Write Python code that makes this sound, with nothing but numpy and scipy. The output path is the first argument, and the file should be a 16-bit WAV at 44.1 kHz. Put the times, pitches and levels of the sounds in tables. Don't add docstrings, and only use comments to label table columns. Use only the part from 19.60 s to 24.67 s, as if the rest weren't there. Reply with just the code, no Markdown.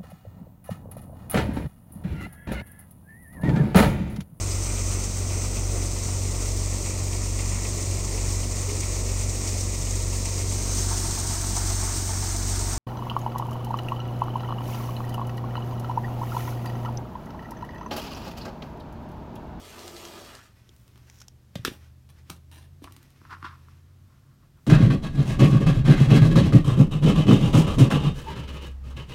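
import sys
import numpy as np
from scipy import signal
from scipy.fft import rfft, irfft, next_fast_len
from scipy.io import wavfile
from scipy.ndimage import uniform_filter1d, map_coordinates

SR = 44100
rng = np.random.default_rng(int(sys.argv[2]) if len(sys.argv) > 2 else 0)


def file_out(sig):
    cols = np.atleast_2d(sig).T
    lim = np.clip(cols, -1, 1)
    pcm = np.round(lim * 32767).astype(np.int16)
    wavfile.write(sys.argv[1], SR, pcm)


N = 223417

# t/s, body level/dB, contact t60/s, tilt/(dB/decade), handle level/dB
LANDINGS = [(1.9548, -32, 0.015, -2, -65), (1.958, -34.5, 0.0086, -4, -51), (2.0498, -17, 0.0087, 1, -11),
            (2.054, -24.5, 0.03, -4, -30), (2.061, -32, 0.013, 4, -38), (2.073, -29, 0.028, -5.5, -39),
            (2.077, -26.5, 0.021, -8.5, -36)]


def cutting():
    push = [(0, -2.5), (.12, -1.6), (.2, 0), (.275, 0.9), (.325, -1.3), (.44, 1.2), (.525, -1.2),
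            (.61, -1.0), (.7, -3.5), (.77, -6.5), (.86, -12.5), (.89, -10.5)]
    run_off_s, decay_db_per_s = push[-2][0], 330
    t = np.arange(N) / SR
    push_db = np.interp(t, *np.transpose(push))
    pressure = wobble(55.3)
    out = table_tone(push_db) + wheel_rumble(push_db, pressure) + thread_crunch(push_db, pressure)
    out += blade_rasp()
    out *= amp(-decay_db_per_s * np.maximum(t - run_off_s, 0))
    return out + thread_snaps()


def wheel_rumble(push_db, pressure):
    spectrum = [(100, -22.5), (190, -6), (260, -1.5), (335, -2.5), (430, -2), (520, -3.5), (640, -5),
                (830, -8), (1050, -11.5), (1180, -5), (1300, -32), (2500, -31.5)]
    rumble = shifting(friction(spectrum, rate=2500, spread_db=1.0), depth_db=1.0, size=2048, frames=5)
    return amp(-48.5 + 1.82 * push_db + 0.18 * pressure) * rumble


def table_tone(push_db):
    pitch = [(0.08, 322.2), (0.16, 256.5), (0.22, 335), (0.48, 348), (0.56, 321.5), (0.63, 264.8),
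             (0.8, 265)]
    phase = 2 * np.pi * np.cumsum(np.interp(np.arange(N) / SR, *np.transpose(pitch))) / SR
    width_hz = 55
    tone = unit(wobble(width_hz) * np.cos(phase) + wobble(width_hz) * np.sin(phase))
    return amp(-54.5 + 1.5 * push_db) * tone


def thread_crunch(push_db, pressure):
    spectrum = [(600, -11.5), (1150, -4), (1500, -12), (2100, -9), (2700, -6.3), (3340, -5.5), (3900, -8),
                (4600, -7.5), (6800, -11), (8850, -14), (10300, -20), (11500, -17.5), (13000, -17),
                (14000, -18.5), (16000, -30)]
    crunch = shifting(friction(spectrum, rate=7000, spread_db=0.5), depth_db=2.1)
    return amp(-49.5 + push_db + 0.37 * pressure) * crunch


def thread_snaps():
    snaps = [(0.092, -48), (0.193, -35.5), (0.2792, -33), (0.366, -36), (0.4521, -33.5), (0.752, -37.5)]  # t/s, relative level/dB
    spectrum = [(800, 3.0), (2800, 6.5), (7000, 4.0), (16000, -15.5)]  # f/Hz, level/dB
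    out = np.zeros(N)
    for s, db in snaps:
        add(out, s, amp(db + 1.0) * blow(spectrum, t60=0.0098, grit=2.1))
    return shifting(out, depth_db=4.0, size=128)


def blade_rasp():
    moves = [(.13, -57, 0.075, 0.026, 0.24), (.53, -57, 0.18, 0.041, 0.18), (.7, -53.5, 0.13, .02, 0.29)]  # t/s, level/dB, rise/s, hold/s, fall/s
    spectrum = [(600, -17), (1150, -3.5), (1450, 2.5), (1800, 2.5), (2200, -10), (2700, -3), (3200, -18),
                (8000, -37)]
    return rubs(moves) * friction(spectrum, rate=1500, spread_db=2.5)


def guard():
    slide = [(1.6, -61, 0.24, 0.013, .04)]  # t/s, level/dB, rise/s, hold/s, fall/s
    clicks = [(1.091, -44.5, 3470, 18), (1.4991, -36.5, 2060, 23), (1.6026, -42, 1400, 0),
              (1.606, -39.5, 1400, 5), (1.616, -35.5, 1420, 23), (1.62, -37.5, 2150, 15),
              (1.6821, -34.5, 3100, -1)]
    spectrum = [(100, -20), (300, -28), (800, -4.5), (1400, -14), (2000, -18.5), (3000, -4.5), (4600, -7),
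                (5500, 6), (6200, 1.5), (7000, -0.5), (8000, -10.5), (13000, -14), (16000, -24)]
    out = rubs(slide) * friction(spectrum, rate=4000, spread_db=13.0)
    for s, db, hz, boost_db in clicks:
        body = peaked(spectrum, [(hz, 0.37 * hz, boost_db)])
        add(out, s, amp(db - 3.5) * blow(body, t60=0.011, grit=3.7))
    return out


def cutter_landing():
    spectrum = [(150, -5), (340, -1), (480, -8.5), (660, -18), (950, -17.5), (1150, -5), (1380, -11),
                (1800, -5), (2150, -5.5), (2650, -3.5), (3100, -1), (3800, -2.5), (4500, -8), (6000, -10),
                (8000, -13.5), (10300, -17.5), (13000, -14), (16000, -28.5)]
    out = np.zeros(N)
    for s, db, t60, tilt_db, _ in LANDINGS:
        add(out, s, amp(db) * blow(tilted(spectrum, tilt_db), t60, grit=4.0))
    return out


def handle_pop():
    modes = [(1420, -3.5, 0.0081), (1663, -2, 0.0074), (3160, -10.5, 0.01), (3750, -12.5, 0.011),
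             (5450, -7.5, 0.0052)]
    out, t = np.zeros(N), np.arange(SR // 8) / SR
    hz, mode_db, t60 = np.transpose(modes)[:, :, None]
    partials = amp(mode_db - 60 * t / t60) * np.sin(2 * np.pi * hz * t)
    attack = 1 - np.exp(-t / 0.0013)
    pop = partials.sum(axis=0) * attack
    for s, *_, db in LANDINGS:
        add(out, s, amp(db) * pop / abs(pop).max())
    return out


def table_thuds():
    thuds = [(1.092, -47, 380, 0.54), (1.956, -22.5, 573, 0.33), (1.958, -21.5, 153, 0.65),
             (1.993, -24, 100, 0.54), (2.052, -24.5, 365, 0.7), (2.0802, -18, 280, 0.29),
             (2.116, -31, 226, 0.38), (2.705, -39, 167, 1.73), (3.221, -38.5, 259, 1.5),
             (3.243, -50, 279.8, 1.2), (3.365, -54, 310, 2.5), (3.618, -44, 252, 0.37),
             (3.83, -40, 195, 0.93)]
    modes = [(119.75, 1.5, 0.13), (168, 3, 0.079), (231, -0.5, 0.059), (280.4, 3.5, 0.048),
             (348, -3.5, 0.077), (415, -6, 0.047), (560, 5.5, 0.037), (756, -28, 0.044)]
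    half_width_octaves = 0.34
    out, t = np.zeros(N), np.arange(SR // 4) / SR
    hz, mode_db, t60 = np.transpose(modes)[:, :, None]
    attack = 1 - np.exp(-t / 0.0014)
    for s, db, centre_hz, ring in thuds:
        excitation = np.exp(-(np.log2(hz / centre_hz) / half_width_octaves) ** 2)
        partials = excitation * amp(db + mode_db - 60 * t / (ring * t60)) * np.sin(2 * np.pi * hz * t)
        add(out, s, partials.sum(axis=0) * attack)
    return out


def plastic_slides():
    # t/s, level/dB, rise/s, hold/s, fall/s, freedom to ring (0-1)
    slides = [(2.123, -50, 0.018, 0.0031, 0.062, 0.6), (2.498, -56.5, 0.0079, 0.0041, 0.012, 0.5),
              (2.705, -64, 0.061, 0.026, 0.066, 0.3), (2.764, -58.5, 0.011, .003, 0.012, 0.4),
              (2.92, -52.5, 0.004, 0.022, 0.049, 1), (2.972, -56.5, 0.013, 0.02, 0.064, 0.86),
              (3.024, -63.5, 0.03, 0.02, 0.051, 0.9), (3.238, -58, 0.031, .003, 0.035, 0.5)]
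    spectrum = [(200, 8.5), (420, -1), (700, -1.5), (1400, -8), (2100, -8), (4000, -3), (7500, -12.5),
                (12000, -8.5), (16000, -13.5)]
    modes = [(690, 240, 6.5), (990, 130, 10.5), (1710, 340, 16.5), (2420, 130, 8), (2830, 300, 15),
             (3310, 160, 5), (4100, 400, 2.5), (5700, 600, 7), (9000, 1200, 11.5)]
    out = np.zeros(N)
    for *move, freedom in slides:
        body = peaked(spectrum, [(hz, width, freedom * db) for hz, width, db in modes])
        out += rubs([move]) * friction(body, rate=4700, spread_db=5.0)
    return shifting(out, depth_db=3.0, frames=6) * amp(1.8 * wobble(83))


def ruler_taps():
    taps = [(1.164, -52.5, 8), (1.279, -50.5, 8), (1.3586, -47.5, -7), (1.3771, -49.5, 2),
            (2.491, -51.5, -1), (2.499, -56, -4), (2.698, -36.5, -4), (2.6998, -36, 3), (2.7013, -27, 2),
            (2.915, -46, 6), (3.22, -44, -23), (3.242, -36.5, -5), (3.245, -37, -17), (3.31, -43.5, -15),
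            (3.323, -42, 16), (3.365, -41.5, 3), (3.429, -49, 15), (3.505, -52.5, 12)]
    spectrum = [(150, -2.5), (300, 3), (520, -8), (700, -2.5), (950, 3.5), (1160, 3), (1380, -2),
                (1800, -6), (2500, -2), (3000, 0), (3450, -5), (4100, -4), (5360, -6), (7500, -11),
                (8700, -5), (10500, -13.5), (13100, -9.5), (14400, -18), (16000, -18.5)]
    out = np.zeros(N)
    for s, db, tilt_db in taps:
        add(out, s, amp(db) * blow(tilted(spectrum, tilt_db), t60=0.0075, grit=2.5))
    return out


def cloth():
    sweeps = [(.9, -72.5, 0.37, 0.057, 0.33), (1.11, -66.5, 0.43, 0.012, 0.038),
              (1.6, -62.5, 0.69, 0.0057, 0.09), (2.02, -63.5, 0.074, 0.066, 0.12),
              (2.22, -65, 0.36, 0.048, 0.047), (2.585, -62, 0.074, 0.01, 0.036),
              (2.68, -65.5, 0.12, 0.0094, 0.1), (3.32, -64.5, 0.13, 0.1, 0.63),
              (3.65, -67, 0.22, 0.48, 0.19), (4.52, -74, .15, 0.022, 0.23)]
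    # t/s, level/dB, rise/s, hold/s, fall/s
    glides = [(1.12, -71, .08, 0.092, 0.33), (1.56, -67, .15, 0.03, .04), (2.12, -62, .02, .02, .06),
              (5.02, -71.5, .08, .05, 0.11)]
    sweep_spectrum = [(200, 8.5), (600, 1), (1400, 4), (2400, 2.5), (4200, -3.5), (5500, -2), (6800, -7.5),
                      (8000, -11), (13000, -10), (16000, -18.5)]
    glide_spectrum = [(2000, -14), (7000, -1), (10300, -3), (13000, -2), (16000, 2)]  # f/Hz, level/dB
    motion = np.hypot(rubs(sweeps), amp(-84))
    rustle = motion * friction(sweep_spectrum, rate=7000, spread_db=0.5)
    hiss = rubs(glides) * friction(glide_spectrum, rate=12000, spread_db=4.0)
    return (rustle + hiss) * amp(1.9 * wobble(35))


def stand_and_strip():
    brushes = [(3.66, -60, 0.036, 0.0043, 0.072), (3.706, -42, 0.013, 0.024, 0.049),
               (3.846, -38.5, 0.029, 0.015, 0.092), (4.03, -73, .1, 0.09, 0.28),
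               (4.3, -78.5, 0.2, 0.39, 0.3), (4.5, -71.5, 0.097, 0.082, 0.12),
               (4.715, -71, 0.11, 0.01, 0.055), (4.83, -65.5, 0.05, 0.017, 0.032),
               (4.978, -69.5, 0.031, 0.0086, .04)]
    catches = [(3.275, -30.5), (3.281, -35), (3.299, -43), (3.616, -39.5), (3.652, -32), (3.696, -37),
               (3.7244, -29), (3.7285, -22), (3.734, -29), (3.769, -34), (3.8279, -22), (3.844, -37),
               (3.848, -25), (4.085, -37)]
    spectrum = [(200, -19.5), (320, -10.5), (440, -23.5), (550, -30.5), (800, -15), (1000, 1), (1380, 1),
                (1600, -6), (1900, -9), (2250, -16), (3000, -23), (5200, -22), (6500, -33), (10000, -39.5),
                (16000, -48)]
    modes = [(1070, 39, 4), (1205, 43, 1), (1410, 42, 4), (1782, 50, 4), (2770, 100, 9)]
    hiss_spectrum = [(1200, -13), (2200, 10), (3400, 15), (5300, -1), (6300, -12), (9000, -16),
                     (16000, -44)]
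    force = rubs(brushes)
    out = force * amp(1.6 * wobble(60)) * friction(peaked(spectrum, modes), rate=8900, spread_db=3.0)
    hiss_gain = force * np.sqrt(force / force.max()) * amp(-14.5)
    out += hiss_gain * friction(hiss_spectrum, rate=3000, spread_db=1.5)
    for s, db in catches:
        add(out, s, amp(db - 7.0) * blow(tilted(spectrum, tilt_db=-9.0), t60=0.018, grit=0.61))
    return out


def machine():
    spin = [(0, 10.65), (0.999, 14.8), (1.598, 15.4), (2.402, 15.7), (3, 16.3), (3.498, 19.5), (4, 16.4),
            (4.502, 18.5), (5.07, 19.9)]
    orders = [(5, -48.5), (7, -56.5), (8, -53.5), (13, -57)]
    transmission = [(55, -11), (70, -23.5), (79, -2), (85, 1), (90, -2.5), (95, -6.5), (101, -35),
                    (109, -11), (119, -4), (131, -0.5), (141, -3), (144, -8), (152, -14.5), (162, -4),
                    (185, -14.5), (240, -14)]
    spin_hz = np.interp(np.arange(N) / SR, *np.transpose(spin))
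    angle = 2 * np.pi * np.cumsum(spin_hz) / SR
    out = np.zeros(N)
    for order, db in orders:
        level_db = db + along(transmission, order * spin_hz) + 1.64 * wobble(8.8)
        out += amp(level_db) * np.sin(order * angle + 0.066 * wobble(41.0))
    return out


def air():
    spectrum = [(12, -72), (20, -4.5), (60, 2), (120, -1.5), (193, -10), (357, -16.5), (399, -21.5),
                (624, -24.5), (825, -27.5), (1370, -29), (2140, -32.5), (5380, -34.5), (10200, -39),
                (13200, -37), (16000, -42)]
    return amp(-57.0) * unit(coloured(rng.standard_normal(N), spectrum))


def room(x):
    decay = [(150, 0.28), (1000, 0.2), (4000, 0.16), (15000, 0.16)]  # f/Hz, t60/s
    hz, t, noise = signal.stft(rng.standard_normal(SR // 2), SR, nperseg=256)
    envelope = amp(-60 * t / along(decay, hz)[:, None]) * (1 - np.exp(-t / 0.00047))
    tail = signal.istft(noise * envelope, SR, nperseg=256)[1]
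    return signal.fftconvolve(x, tail / np.linalg.norm(tail))[:N]


def friction(spectrum, rate, spread_db):
    slips = (rng.random(N) < rate / SR) * rng.standard_normal(N)
    slips *= amp(spread_db * np.clip(rng.standard_normal(N), -2, 2))
    return unit(coloured(slips, spectrum))


def rubs(moves):
    swing_db = 20
    t = np.arange(N) / SR
    power = np.zeros(N)
    for s, db, rise, hold, fall in moves:
        away = np.maximum(s - t, 0) / rise + np.maximum(t - s - hold, 0) / fall
        power += amp(db - swing_db * away) ** 2
    return np.sqrt(power)


def blow(spectrum, t60, grit):
    t = np.arange(SR // 4) / SR
    crackle = rng.standard_normal(len(t)) * amp(-60 * t / t60)
    force = rfft((t == 0) + grit * crackle / np.linalg.norm(crackle))
    white_force = irfft(force / abs(force))[:SR // 8]
    sound = coloured(white_force, spectrum)
    power = uniform_filter1d(sound ** 2, size=44, mode="constant")
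    return sound / np.sqrt(2 * power.max())


def shifting(x, depth_db, size=512, frames=10):
    bands = signal.stft(x, nperseg=size)[2]
    field = uniform_filter1d(rng.standard_normal(bands.shape), size=3, axis=0)
    field = uniform_filter1d(field, size=frames, axis=1)
    shifted = signal.istft(bands * amp(depth_db * unit(field)), nperseg=size)[1][:N]
    return x.std() * unit(shifted)


def coloured(x, spectrum):
    size = 8192
    cepstrum = irfft(np.log(amp(along(spectrum, np.fft.rfftfreq(size, 1 / SR)))))
    cepstrum[1:size // 2] *= 2
    cepstrum[size // 2 + 1:] = 0
    response = irfft(np.exp(rfft(cepstrum)))
    return signal.fftconvolve(x, response / np.linalg.norm(response))[:len(x)]


def peaked(spectrum, modes):
    hz = np.geomspace(100, SR / 2, num=400)
    boost_db = sum(db / (1 + (2 * (hz - centre) / width) ** 2) for centre, width, db in modes)
    return np.column_stack([hz, along(spectrum, hz) + boost_db])


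def tilted(spectrum, tilt_db):
    return [(hz, db + tilt_db * np.log10(hz)) for hz, db in spectrum]


def wobble(rate):
    return map_coordinates(rng.standard_normal(int(N * rate / SR) + 4), [np.arange(N) * rate / SR])


def along(points, hz):
    f, values = np.transpose(points)
    return np.interp(np.log(hz + 1), np.log(f + 1), values)


def amp(db):
    return 10 ** (np.asarray(db) / 20)


def unit(x):
    return x / np.sqrt(np.mean(x ** 2) + 1e-20)


def add(track, s, sound):
    start = round(s * SR)
    track[start:start + len(sound)] += sound[:N - start]


def scene():
    sources = [  # sound, reverberant level re direct/dB
        (cutting(), -6), (guard(), -18), (cutter_landing(), -4.5), (handle_pop(), -11),
        (table_thuds(), -14), (plastic_slides() + ruler_taps(), -5), (cloth(), -5),
        (stand_and_strip(), -12)]
    foreground = sum(direct + amp(room_db) * room(direct) for direct, room_db in sources)
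    return (foreground + air() + machine())[None]


def record(dry):
    low_hz, top_hz = 42, 16200
    thin = signal.sosfilt(signal.butter(2, low_hz, "highpass", fs=SR, output="sos"), dry)
    size = next_fast_len(N + SR // 2)
    passband = np.fft.rfftfreq(size, 1 / SR) < top_hz
    return irfft(rfft(thin, size) * passband, size)[..., :N]


dry = scene()
out = record(dry)
file_out(out)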